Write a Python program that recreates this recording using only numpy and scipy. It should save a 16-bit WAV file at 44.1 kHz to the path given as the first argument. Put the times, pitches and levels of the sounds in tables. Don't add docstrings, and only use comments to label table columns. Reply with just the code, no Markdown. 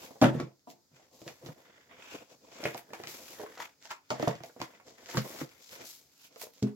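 import sys
import numpy as np
from scipy import signal
from scipy.fft import rfft, irfft, next_fast_len
from scipy.io import wavfile
from scipy.ndimage import map_coordinates

SR = 44100
rng = np.random.default_rng(int(sys.argv[2]) if len(sys.argv) > 2 else 0)


def generate_wav(signal):
    frames = np.transpose(np.atleast_2d(signal))
    scaled = np.clip(frames, -1, 1) * 32767
    pcm = np.round(scaled).astype(np.int16)
    wavfile.write(sys.argv[1], SR, pcm)


N = 297672

# frequency in Hz, density in dB per Hz.
FIZZ_SPECTRUM = [(6500, -62), (8000, -2.5), (8800, -12.5), (10500, -4.5), (12200, -1), (14000, -4),
                 (16000, -5)]
# time in seconds, lag of the left port in samples, left-over-right pan in dB.
HAND_PATH = [(0, 11.5, 0.5), (.7, -12.5, 2), (1.5, 7.5, -0.5), (2.4, 4.5, 0.5), (3.2, 5, 0.5), (3.7, -1, 1),
             (4.1, 10, 2), (4.7, 5, 2.5), (5.1, 3.5, 2.5), (5.8, 10, 1.5), (6.3, -11.5, -2), (6.43, 0, 0.5),
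             (6.75, 6, -3)]


def amp(db):
    return 10 ** (np.asarray(db) / 20)


def unit(x):
    return x / np.sqrt(np.mean(x ** 2) + 1e-20)


def peaked(x):
    return x / np.abs(x).max()


def pan_gains(pan_db):
    return amp([[pan_db / 2], [-pan_db / 2]])


def along(points, hz):
    f, v = np.transpose(points)
    return np.interp(np.log(hz + 1), np.log(f + 1), v)


def curves(rows):
    s, *cols = np.transpose(rows)
    return [np.interp(np.arange(N) / SR, s, c) for c in cols]


def wobble(knots_per_s):
    knots = rng.standard_normal(int(N * knots_per_s / SR) + 4)
    return map_coordinates(knots, [np.arange(N) * knots_per_s / SR])


def filtered(x, response):
    n = x.shape[-1]
    m = next_fast_len(n + 4096)
    return irfft(rfft(x, m) * response(np.fft.rfftfreq(m, 1 / SR)), m)[..., :n]


def knocks():
    # start in seconds, peak levels of flap, boom, panel and edge in dB before panning,
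    # struck spot of panel, flap and edge in Hz, pan in dB, contact in seconds, damping factor.
    blows = [(0.108, -40, -64, -43.5, -61.5, 285, 694, 1060, -2, 0.0014, 2.4),
             (0.157, -42, -64, -56, -59.5, 285, 540, 1060, -1.5, 0.0018, 2.8),
             (0.215, -18.5, -26, -13.5, -27, 262, 520, 1200, -5, 0.0024, 0.77),
             (0.223, -8.5, -17.5, -11, -19, 242, 604, 1030, 3, 0.0015, 1.15),
             (0.241, -15.5, -18, -14, -18.5, 253, 675, 1310, -2, 0.0024, 1.7),
             (0.345, -32.5, -26.5, -26, -43.5, 273, 464, 1290, -3.5, 0.0029, 1.7),
             (0.399, -26.5, -40, -23.5, -28, 286, 497, 1060, -1, 0.0015, 2.16),
             (0.429, -45.5, -31.5, -42, -49.5, 328, 460, 2080, 0, 0.0017, 2),
             (0.672, -41, -60.5, -44.5, -61, 283, 724, 1020, -1.5, 0.0025, 0.73),
             (0.916, -66, -57, -60.5, -68.5, 191, 474, 1160, -5.5, 0.0018, 1.9),
             (0.997, -53, -73, -66, -64.5, 345, 692, 1060, -4, 0.0018, 1.1),
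             (1.217, -40.5, -51, -43, -63, 231, 443, 1000, 0.5, 0.0023, 4.1),
             (1.265, -39.5, -43.5, -38, -51.5, 307, 480, 2070, -4, 0.0021, 3.2),
             (1.278, -37, -64, -51, -38, 315, 626, 2020, 1.5, 0.0034, 2.1),
             (1.428, -46, -46, -49, -61, 366, 455, 1120, 4, 0.0029, 2.2),
             (1.46, -43, -44.5, -41.5, -50, 353, 487, 1060, -2, 0.002, 1.6),
             (1.487, -40, -35, -44, -44, 191, 533, 1260, -3, 0.0018, 2.7),
             (2.632, -33, -60, -36, -37, 350, 527, 1360, -2.0, 0.0033, 1.1),
             (2.654, -21.5, -31.5, -30, -21.5, 328, 490, 2020, -1, 0.0016, 2.16),
             (2.747, -31, -51, -44.5, -42.5, 339, 690, 1030, -2, 0.0022, 1.75),
             (2.904, -47, -56, -48.5, -50, 300, 550, 1610, -4, 0.0021, 1.7),
             (2.933, -31.5, -59, -45, -31.5, 342, 760, 1710, -2, 0.0021, 2.05),
             (3, -33, -55, -46, -46, 347, 515, 1690, -1, 0.0012, 4.5),
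             (3.037, -41, -52, -58, -34, 291, 694, 1740, -3.0, 0.0018, 2.3),
             (3.069, -50, -55, -47, -41, 336, 581, 1950, -3, 0.002, 1.6),
             (3.139, -55, -78, -51, -43, 245, 436, 1890, -2.0, 0.0021, 1),
             (3.397, -33, -62, -53, -45.5, 388, 433, 1480, -3.5, 0.0021, 1.2),
             (3.435, -30, -71, -47, -45.5, 371, 463, 1200, 4, 0.0024, 4.2),
             (3.462, -62, -73, -54, -38.5, 398, 487, 1100, 0.5, 0.0016, 1.2),
             (3.574, -42, -85, -70, -40.5, 385, 590, 1260, 2, 0.0021, 0.63),
             (3.602, -36.5, -74, -55, -29, 366, 950, 1100, 1, 0.0017, 1),
             (3.852, -48, -85.5, -83.5, -55, 364, 756, 2590, -2.5, 0.0018, 0.9),
             (3.907, -42.5, -79, -61, -29, 280, 996, 1040, 1.5, 0.0045, 1.14),
             (4.105, -24, -41.5, -41, -24, 358, 600, 1020, -2.5, 0.0016, 1.6),
             (4.114, -24.5, -40.5, -32, -43, 205, 611, 1130, 0, 0.002, 1.27),
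             (4.198, -23, -38, -32, -43, 398, 435, 1170, 0, 0.0017, 2.9),
             (4.228, -21.5, -36, -24, -28, 323, 680, 1460, -3.0, 0.0023, 3),
             (4.275, -14.5, -20.5, -23.5, -32, 222, 660, 1050, -2, 0.0018, 2.5),
             (4.355, -49.5, -43, -45, -59, 221, 563, 2710, 10, 0.0012, 2.6),
             (4.405, -40.5, -43, -45, -47.5, 290, 694, 1500, -4, 0.0014, 3.7),
             (4.437, -36, -56, -59, -43.5, 363, 660, 2860, -3, 0.0018, 2.4),
             (4.495, -48, -76, -67, -53, 301, 510, 1660, -2, 0.0019, 1.7),
             (4.564, -40, -64, -45, -63, 280, 474, 1110, -3.0, 0.0014, 2.1),
             (4.602, -34, -46, -39, -43, 398, 650, 2360, -1.5, 0.0012, 2.5),
             (4.615, -30, -39, -31, -26, 290, 640, 1000, -2, 0.0031, 4.5),
             (4.736, -52, -79, -63, -54.5, 223, 700, 2360, -4.5, 0.0016, 1.9),
             (4.799, -50, -75, -76, -49.5, 277, 770, 1810, -3.5, 0.0024, 1.1),
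             (4.881, -46, -85, -71, -67, 291, 546, 1090, 1, 0.0026, 2.4),
             (5.09, -43.5, -69, -55, -39.5, 390, 520, 1670, -3.5, 0.0027, 0.78),
             (5.146, -33.5, -35, -29.5, -32.5, 307, 890, 1030, -6.5, 0.0015, 1.85),
             (5.17, -24, -20, -25.5, -22, 199, 555, 1000, -1.5, 0.0029, 2.23),
             (5.415, -28.5, -36, -27, -32.5, 370, 438, 1390, -3, 0.0019, 3.4),
             (5.714, -62, -73, -68, -54, 269, 500, 2370, -3.5, 0.002, 1),
             (5.809, -51, -76, -51, -54.5, 347, 517, 1420, -0.5, 0.0018, 1.2),
             (5.845, -53.5, -72, -52, -57, 339, 694, 2610, -2.5, 0.0014, 2),
             (6.248, -61.5, -80, -66, -51.5, 268, 680, 2910, 4.5, 0.0018, 2),
             (6.361, -44, -84, -65, -49, 398, 478, 1010, -2.5, 0.0017, 1.03),
             (6.415, -40, -80, -73, -42, 334, 850, 2110, -4, 0.002, 1.7),
             (6.435, -36.5, -84, -63, -56.5, 398, 470, 1190, 0.0, 0.0021, 2.7),
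             (6.469, -41.5, -75, -64, -60, 361, 482, 1100, 4, 0.0018, 4)]
    # frequency in Hz before scatter, relative level in dB, t60 in seconds at damping 1.
    boom_modes = [(96.3, -10, 0.15), (130.7, 2, 0.4), (155, 6.5, 0.21)]
    panel_modes = [(209.6, -5.5, 0.47), (245.3, -1.5, 0.17), (279, -1.5, 0.18), (323.3, -15, 0.63),
                   (334, -2, 0.27), (361, -3, 0.28)]
    flap_modes = [(423, -12.5, 0.12), (442, -4.5, 0.37), (486, -2.5, 0.16), (514, -5.5, 0.13),
                  (564.3, -5, 0.23), (621, 4.5, 0.089), (689.7, 0.5, 0.19), (746, 0.5, 0.1),
                  (888, -7, 0.35), (940, 11.5, 0.038)]
    edge_modes = [(1083, 0.5, 0.058), (1060, -23.5, 0.039), (1260, -2.5, 0.14), (1473, 0.5, 0.047),
                  (1656, 0, 0.052), (1920, 3, 0.015), (2110, 1, 0.069), (2370, 1, 0.18), (2750, 2.5, 0.027)]
    boom_spot_hz = 143
    out, t = np.zeros((2, N + SR)), np.arange(SR // 5) / SR
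    short, brief = t[:SR // 7], t[:SR // 12]
    for (s, flap_db, boom_db, panel_db, edge_db, panel_hz, flap_hz, edge_hz,
         pan_db, contact_s, damping) in blows:
        boom = ringing(boom_modes, t, 3 * contact_s, damping, boom_spot_hz,
                       scatter_db=1.5, rough=.05, aim=0.1)
        panel = ringing(panel_modes, t, contact_s, damping, panel_hz,
                        scatter_db=5.4, rough=0.3, aim=0.4)
        flap = ringing(flap_modes, short, contact_s / 3, damping, flap_hz,
                       scatter_db=3, rough=.55, aim=0.3)
        edge = ringing(edge_modes, brief, contact_s / 6, damping, edge_hz,
                       scatter_db=3, rough=.85, aim=0.5)
        low = amp(boom_db) * boom + amp(panel_db) * panel
        high = np.zeros_like(low)
        high[:, :len(short)] = amp(flap_db) * flap
        high[:, :len(brief)] += amp(edge_db) * edge
        out[:, round(s * SR):][:, :len(t)] += low * pan_gains(pan_db / 3) + high * pan_gains(pan_db)
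    return out[:, :N]


def ringing(modes, t, contact_s, damping, spot_hz, scatter_db, rough, aim):
    hz, db, t60 = np.transpose(modes)[:, :, None]
    detune, start_phase, level, port_phase = rng.standard_normal((4, len(modes), 1))
    octaves_off = np.abs(np.log2(hz / spot_hz))
    db = db + scatter_db * level - 14.5 * octaves_off
    steps = rng.standard_normal((len(modes), len(t)))
    wander = rough * np.sqrt(hz / SR) * np.cumsum(steps, axis=1)
    ports = aim * port_phase * [[[1]], [[-1]]]
    phase = 2 * np.pi * hz * (1 + 0.016 * detune) * t + 0.63 * start_phase + wander + ports
    ring = np.sum(amp(db - 60 * t * damping / t60) * np.sin(phase), axis=1)
    return peaked(ring * (1 - np.exp(-t / contact_s)))


def snaps():
    # time in seconds, crack level in dB, brighter tick level in dB, pan in dB,
    # rattle attenuation in dB; click_db and rattle_gain add to these levels.
    breaks = [(0.2152, -26, -50, -3, -4.5), (0.402, -34.5, -67, -1, 5), (0.595, -58.5, -82.5, -1, 22.5),
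              (0.7024, -41.5, -63, 0, 12), (1.2176, -49.5, -66, -16, 14), (1.2791, -31.5, -54, -1, 23),
              (1.4623, -39, -51.5, -7, 2), (2.6399, -26, -55.5, -2.5, 7), (2.7462, -33.5, -52.5, -7, 28),
              (2.7785, -38, -43.5, -13, 24), (2.9353, -37, -57.5, 6, 18), (2.9957, -51, -62.5, -6, 16),
              (3.0375, -35.5, -57, 7, 19), (3.0728, -29, -51, 6.5, 20), (3.2817, -43, -58, -6, 16),
              (3.5559, -45, -59.5, 1.0, 16), (3.5781, -40, -61, -4, 8), (3.6003, -40.5, -54.5, 1, -5),
              (3.8261, -45.5, -70.5, -7.5, 19), (3.8556, -37, -65, -5.5, 16), (3.9055, -39, -59, -12, 0),
              (4.1044, -23.5, -60.5, 3.5, 5), (4.1976, -41.5, -57.5, 18, 19), (4.2263, -30.5, -60, 6, 23),
              (4.2806, -30.5, -47, -14.5, 6), (4.354, -39.5, -68, 0.5, 7), (4.4363, -37, -53.5, -10.5, 27),
              (4.4943, -57, -58, -2, 19), (4.6027, -41, -63.5, 6, 14), (4.6167, -26.5, -66, -7, 21),
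              (4.8594, -68, -74, 5, 16), (4.8833, -47, -71, -10, 14), (4.9856, -57, -64, 1, 23),
              (5.06, -37, -59.5, 3, 16), (5.0892, -42, -55.5, 1.0, 12), (5.1721, -21.5, -46.5, -1, 1.5),
              (5.3884, -45, -45, -3, 4), (5.4924, -46.5, -54, -1, 10), (5.6326, -55.5, -63.5, -0.5, 12),
              (5.6933, -43.5, -57, -8, 11), (5.7134, -44.5, -52, -5, 22), (5.7544, -41, -55.5, -7, 16),
              (6.117, -61.5, -75.5, -2.5, 14.5), (6.2336, -51, -62, -3.0, 19.5),
              (6.326, -54, -70, -8, 13.5), (6.3604, -43, -60, -3.0, 10), (6.397, -57, -47.5, -2.5, 21),
              (6.4171, -53, -41.5, -35, 16), (6.537, -58, -51.5, -13, 18), (6.5813, -52, -68, -4.5, 13.5),
              (6.6283, -35, -59.5, -14.5, 15)]
    # frequency in Hz, density in dB per Hz.
    crack_spectrum = [(1000, -33), (2000, -11), (3500, -13.5), (5000, -11.5), (7500, -17.5), (8500, -49),
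                      (10000, -58.5)]
    click_db, rattle_gain, rattle_t60_s = 6, 1 / 3, 0.079
    lead = 64
    out, t = np.zeros((2, N + SR)), (np.arange(SR // 8) - lead) / SR

    def shaped(x, spectrum):
        return filtered(x, lambda hz: amp(along(spectrum, hz)))

    spectra = (crack_spectrum, FIZZ_SPECTRUM)
    clicks = [peaked(shaped(1.0 * (t == 0), spectrum)) for spectrum in spectra]
    for s, crack_db, tick_db, pan_db, below_db in breaks:
        fade = (t > 0) * amp(-below_db - 60 * t / rattle_t60_s) * rattle_gain
        snap = np.zeros(len(t))
        for db, click, spectrum in zip((crack_db, tick_db), clicks, spectra):
            rattle = fade * unit(shaped(rng.standard_normal(len(t)), spectrum))
            snap += amp(db) * (amp(click_db) * click + rattle)
        out[:, round(s * SR) - lead:][:, :len(t)] += snap * pan_gains(pan_db)
    return out[:, :N]


def thuds():
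    # start in seconds, level in dB, contact in seconds.
    landings = [(6.625, -18, 0.002), (6.648, -30, 0.0064)]
    # frequency in Hz, relative level in dB, t60 in seconds.
    table_modes = [(128, -0.5, 0.15), (208.7, -2, 0.25), (261, -5, 0.2), (350, -10.5, 0.13),
                   (392, -17, 0.056), (413, -14.5, 0.36), (583, -28, 0.165), (633, -22.5, 0.172),
                   (698, -35, 0.14)]
    out, t = np.zeros(N + SR), np.arange(SR // 4) / SR
    hz, level_db, t60 = np.transpose(table_modes)[:, :, None]
    for s, db, contact_s in landings:
        steps = rng.standard_normal((len(table_modes), len(t)))
        wander = 0.16 * np.sqrt(hz / SR) * np.cumsum(steps, axis=1)
        modes = amp(level_db - 60 * t / t60) * np.sin(2 * np.pi * hz * t + wander)
        swell = 1 - np.exp(-t / contact_s)
        out[round(s * SR):][:len(t)] += amp(db) * np.sum(modes, axis=0) * swell
    return out[:N]


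def rubbing():
    # frequency in Hz, density in dB per Hz.
    shudder_spectrum = [(20, -42.5), (40, 6.5), (80, 11), (135, 9.5), (180, -6.5), (300, -51), (600, -120)]
    rumble_spectrum = [(35, -46), (60, -28), (268, -6), (405, -9), (524, -1), (599, -10), (676, -5),
                       (764, -13), (1100, -13.5), (1430, -36), (2420, -120)]
    scrape_spectrum = [(530, -26), (900, -5.5), (1140, -9.5), (1390, -4), (1720, -8.5), (2140, -13.5),
                       (3600, -9.5), (4680, -57), (7920, -120)]
    hiss_spectrum = [(1760, -14.5), (3000, -5), (3910, -1.5), (5660, 0.5), (7190, -1), (7690, -1),
                     (8800, -47.5), (11400, -35), (19400, -120)]
    # time in seconds, resonance in Hz.
    span_resonance = [(0.0, 2480), (0.28, 1700), (0.73, 2670), (0.79, 2240), (1.88, 1980), (2.08, 2540),
                      (2.78, 2170), (2.91, 1680), (3.31, 2560), (3.38, 1790), (3.76, 2330), (3.93, 1620),
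                      (4.06, 2380), (4.14, 1930), (6.13, 2260), (6.26, 2960), (6.33, 2170), (6.75, 2180)]
    shudder_db, rest_db = -16.5, -82.5
    rumble, scrape, hiss, fizz = pressure()
    pan_db = curves(HAND_PATH)[1] + 1.55 * wobble(4)
    jerks = amp(1.5 * wobble(25))
    slips = amp(2.2 * wobble(160)) * catches()
    fibres = amp(1.3 * wobble(500))
    lumps = amp(3.3 * wobble(60)) * np.sqrt(slips)

    shudder = rush(shudder_spectrum, spread=.01, grain=amp(2.4 * wobble(20)))
    walls = (amp(shudder_db) * rumble + amp(rest_db)) * shudder
    walls += rumble * rush(rumble_spectrum, spread=0.045, grain=lumps)
    card = rush(scrape_spectrum, spread=.05, grain=slips)
    card = scrape * coloured(card, curves(span_resonance)[0], lift_db=10, octaves=.26)
    skin = hiss * rush(hiss_spectrum, spread=0.027, grain=fibres * np.sqrt(slips))
    skin += fizz * rush(FIZZ_SPECTRUM, spread=0.0098, grain=fibres * slips ** 0.65)
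    return jerks * (walls + (card + skin) * amp(np.array([pan_db, -pan_db]) / 2))


def pressure():
    # start of full pressure, hold, rise and fall
    # in seconds, then levels of wall rumble, card scrape, fibre hiss and fizz in dB.
    strokes = [(0, 0.068, .05, 0.08, -52, -55.5, -53.5, -57.5),
               (0.137, 0.092, 0.076, .05, -65, -72, -65, -70.5),
               (0.236, 0.014, 0.011, 0.071, -59, -30, -43.5, -72.5),
               (0.347, 0.069, 0.08, .1, -47, -58, -64.5, -77.5),
               (0.702, 0.016, 0.036, 0.051, -62, -89.5, -58, -62.5),
               (0.966, 0.022, 0.053, 0.15, -61.5, -65, -66, -77),
               (1.146, 0.13, 0.087, .06, -60.5, -75, -62.5, -68),
               (1.28, 0.0069, 0.027, .14, -52.5, -58, -55.5, -60.5),
               (1.454, 0.016, 0.061, 0.1, -49.5, -59, -59.5, -62),
               (1.596, 0.025, 0.11, 0.105, -60, -65, -68.5, -72.5),
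               (1.671, .17, 0.18, 0.046, -65.5, -64, -74, -87.5),
               (1.906, 0.075, 0.045, 0.13, -60.5, -58.5, -82, -88),
               (2.046, 0.07, 0.14, .08, -64.5, -53.5, -60, -70),
               (2.139, 0.033, 0.059, 0.086, -50, -52.5, -56.5, -63.5),
               (2.298, 0.043, 0.065, 0.0475, -62, -66.5, -65, -76.5),
               (2.445, 0.011, 0.042, 0.068, -62, -70.5, -69, -87),
               (2.539, 0.05, 0.078, .1, -53, -55.5, -55.5, -72),
               (2.646, 0.039, 0.12, .14, -54, -47, -53, -56.5),
               (2.771, 0.008, 0.0061, 0.051, -56, -50.5, -56.5, -50.5),
               (2.946, 0.007, 0.031, 0.053, -51, -52, -53.5, -58),
               (2.986, 0.086, 0.18, .08, -53, -58, -63.5, -66), (3.076, 0.017, .02, .2, -58, -55, -50, -51),
               (3.146, 0.19, 0.16, 0.14, -58, -57, -53, -56),
               (3.389, 0.038, 0.41, 0.063, -52.5, -57, -57, -59.5),
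               (3.49, 0.1, 0.1, 0.081, -62.5, -59, -63.5, -67.5),
               (3.615, 0.0067, 0.039, 0.085, -62, -45.5, -51, -57),
               (3.846, .02, 0.043, 0.052, -66, -60.5, -56, -68.5),
               (3.912, 0.0084, .06, 0.073, -74, -53, -54, -64),
               (4.112, .01, 0.024, .09, -74, -65, -52, -88),
               (4.228, 0.046, 0.11, 0.16, -55, -44.5, -52, -60),
               (4.435, 0.014, 0.008, 0.168, -62, -76, -59.5, -62.5),
               (4.616, 0.014, 0.037, 0.089, -48.5, -50.5, -56, -59.5),
               (4.751, 0.027, 0.054, 0.05, -67, -61.5, -68.5, -89),
               (4.876, .01, 0.046, 0.13, -56.5, -65, -58, -71.5),
               (5.007, 0.055, 0.074, .08, -58, -59, -61.5, -69),
               (5.1, 0.022, 0.051, .08, -57, -54.5, -50, -60.5),
               (5.181, 0.005, 0.063, .07, -43, -42, -45, -46),
               (5.245, 0.11, 0.11, .1, -52, -57.5, -55.5, -55),
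               (5.388, 0.028, 0.19, 0.078, -50, -49, -49, -53.5),
               (5.535, 0.092, .08, .08, -67.5, -66, -68.5, -71),
               (5.625, 0.073, 0.05, 0.103, -82, -70, -56.5, -64.5),
               (5.718, 0.036, 0.024, 0.069, -55.5, -54.5, -53, -55.5),
               (5.797, 0.022, 0.084, 0.083, -50.5, -53.5, -54, -69.5),
               (5.863, 0.062, 0.068, 0.12, -73, -64, -50.5, -52),
               (6.018, 0.026, 0.081, .1, -74, -75.5, -69.5, -73),
               (6.246, 0.021, 0.2, .04, -80, -65.5, -59, -62.5),
               (6.323, 0.024, .04, 0.055, -63.5, -70, -67.5, -78),
               (6.424, 0.0036, 0.045, .06, -65, -52, -43.5, -44),
               (6.542, 0.051, .02, 0.082, -73, -73, -64.5, -71.5),
               (6.627, 0.0035, 0.0062, 0.013, -61, -72.5, -43.5, -57.5)]
    fade_db = 20
    t = np.arange(0, N, 32) / SR
    start, hold, rise, fall, *levels_db = np.transpose(strokes)[:, :, None]
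    before = np.maximum(start - t, 0) / rise
    after = np.maximum(t - start - hold, 0) / fall
    gains = []
    for db in levels_db:
        power = np.sum(amp(2 * (db - fade_db * (before + after))), axis=0)
        gains.append(np.interp(np.arange(N) / SR, t, np.sqrt(power)))
    return gains


def catches():
    rate_per_s, max_lift_db = 70, 7
    fall_s = .02
    hit_db = (rng.random(N) < rate_per_s / SR) * rng.uniform(0, max_lift_db, N)
    return amp(signal.lfilter([1], [1, -amp(-60 / SR / fall_s)], hit_db))


def coloured(x, centre_hz, lift_db, octaves):
    hz, t, z = signal.stft(x, SR, nperseg=512)
    centre = centre_hz[np.minimum((t * SR).astype(int), N - 1)]
    distance = np.log2((hz[:, None] + 1) / centre) / octaves
    gain = amp(lift_db * np.exp(-distance ** 2))
    return unit(signal.istft(z * gain, SR, nperseg=512)[1][:, :N])


def rush(spectrum, spread, grain):
    # frequency in Hz, likeness of the two ports before spread is taken off.
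    likeness = [(60, 0.57), (300, 1), (1000, 0.36), (4000, 0.15), (7500, 0.23), (8800, 0.91), (15000, 0.53)]

    def response(hz):
        turn = np.arccos(np.clip(along(likeness, hz) - spread, 0, 1)) / 2
        return amp(along(spectrum, hz)) * [np.cos(turn), np.sin(turn)]

    mid, side = filtered(rng.standard_normal((2, N)) * grain, response)
    return unit(np.array([mid + side, mid - side]))


def room(x):
    # frequency in Hz, t60 in seconds.
    decay_times = [(100, 0.13), (700, 0.22), (4000, 0.18), (13000, 0.13)]
    out, step = np.zeros((2, N + SR)), SR // 3
    delay = 180
    for start in range(0, N, step):
        hz, t, z = signal.stft(rng.standard_normal((2, step)), SR, nperseg=256)
        decay = amp(-60 * t / along(decay_times, hz)[:, None])
        tail = signal.istft(z * decay, SR, nperseg=256)[1]
        wet = signal.fftconvolve(x[None, start:start + step], tail / np.linalg.norm(tail[0]), axes=1)
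        out[:, start + delay:][:, :wet.shape[1]] += wet
    return filtered(out[:, :N], lambda hz: hz ** 2 / (hz ** 2 + 300 ** 2))


def quiet():
    # time in seconds, level in dB.
    background = [(0, -68), (.6, -73.5), (1.9, -68), (2.4, -67.5), (4, -70.5), (6.75, -70)]
    # frequency in Hz, density in dB per Hz.
    quiet_spectrum = [(18, -51.5), (40, -11), (150, -2), (280, -7), (400, -5.5), (900, -14), (1700, -16.5),
                      (2800, -23.5), (4500, -10.5), (7200, -12), (8500, -26.5), (12000, -22.5),
                      (15500, -19)]
    # frequency in Hz, peak in dB against the background, width in Hz.
    appliance_tones = [(276, -9.5, 3.8), (4963, -12, 8)]
    t = np.arange(N) / SR
    level_db, = curves(background)
    mix = amp(1.0 * wobble(7.5)) * rush(quiet_spectrum, spread=0.23, grain=1)
    for hz, db, width_hz in appliance_tones:
        cycles = hz * t + np.cumsum(width_hz / 2 * wobble(40)) / SR
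        mix += amp(db + 1.4 * wobble(6)) * np.sin(2 * np.pi * cycles)
    return amp(level_db) * mix


def scene():
    lag_top_hz, room_db = 8400, -4.5
    blows = knocks() + snaps() + thuds()
    hand = blows + rubbing()
    treble = filtered(hand, lambda hz: hz > lag_top_hz)
    left, right = hand - treble
    lag = curves(HAND_PATH)[0]
    left = map_coordinates(left, [np.arange(N) - lag / 2], mode="nearest")
    right = map_coordinates(right, [np.arange(N) + lag / 2], mode="nearest")
    return np.array([left, right]) + treble + amp(room_db) * room(blows.mean(axis=0)) + quiet()


def record(dry):
    bass_hz, top_hz = 75, 16000
    return filtered(dry, lambda hz: (1j * hz / (bass_hz + 1j * hz)) ** 2 * (hz < top_hz))


dry = scene()
out = record(dry)
generate_wav(out)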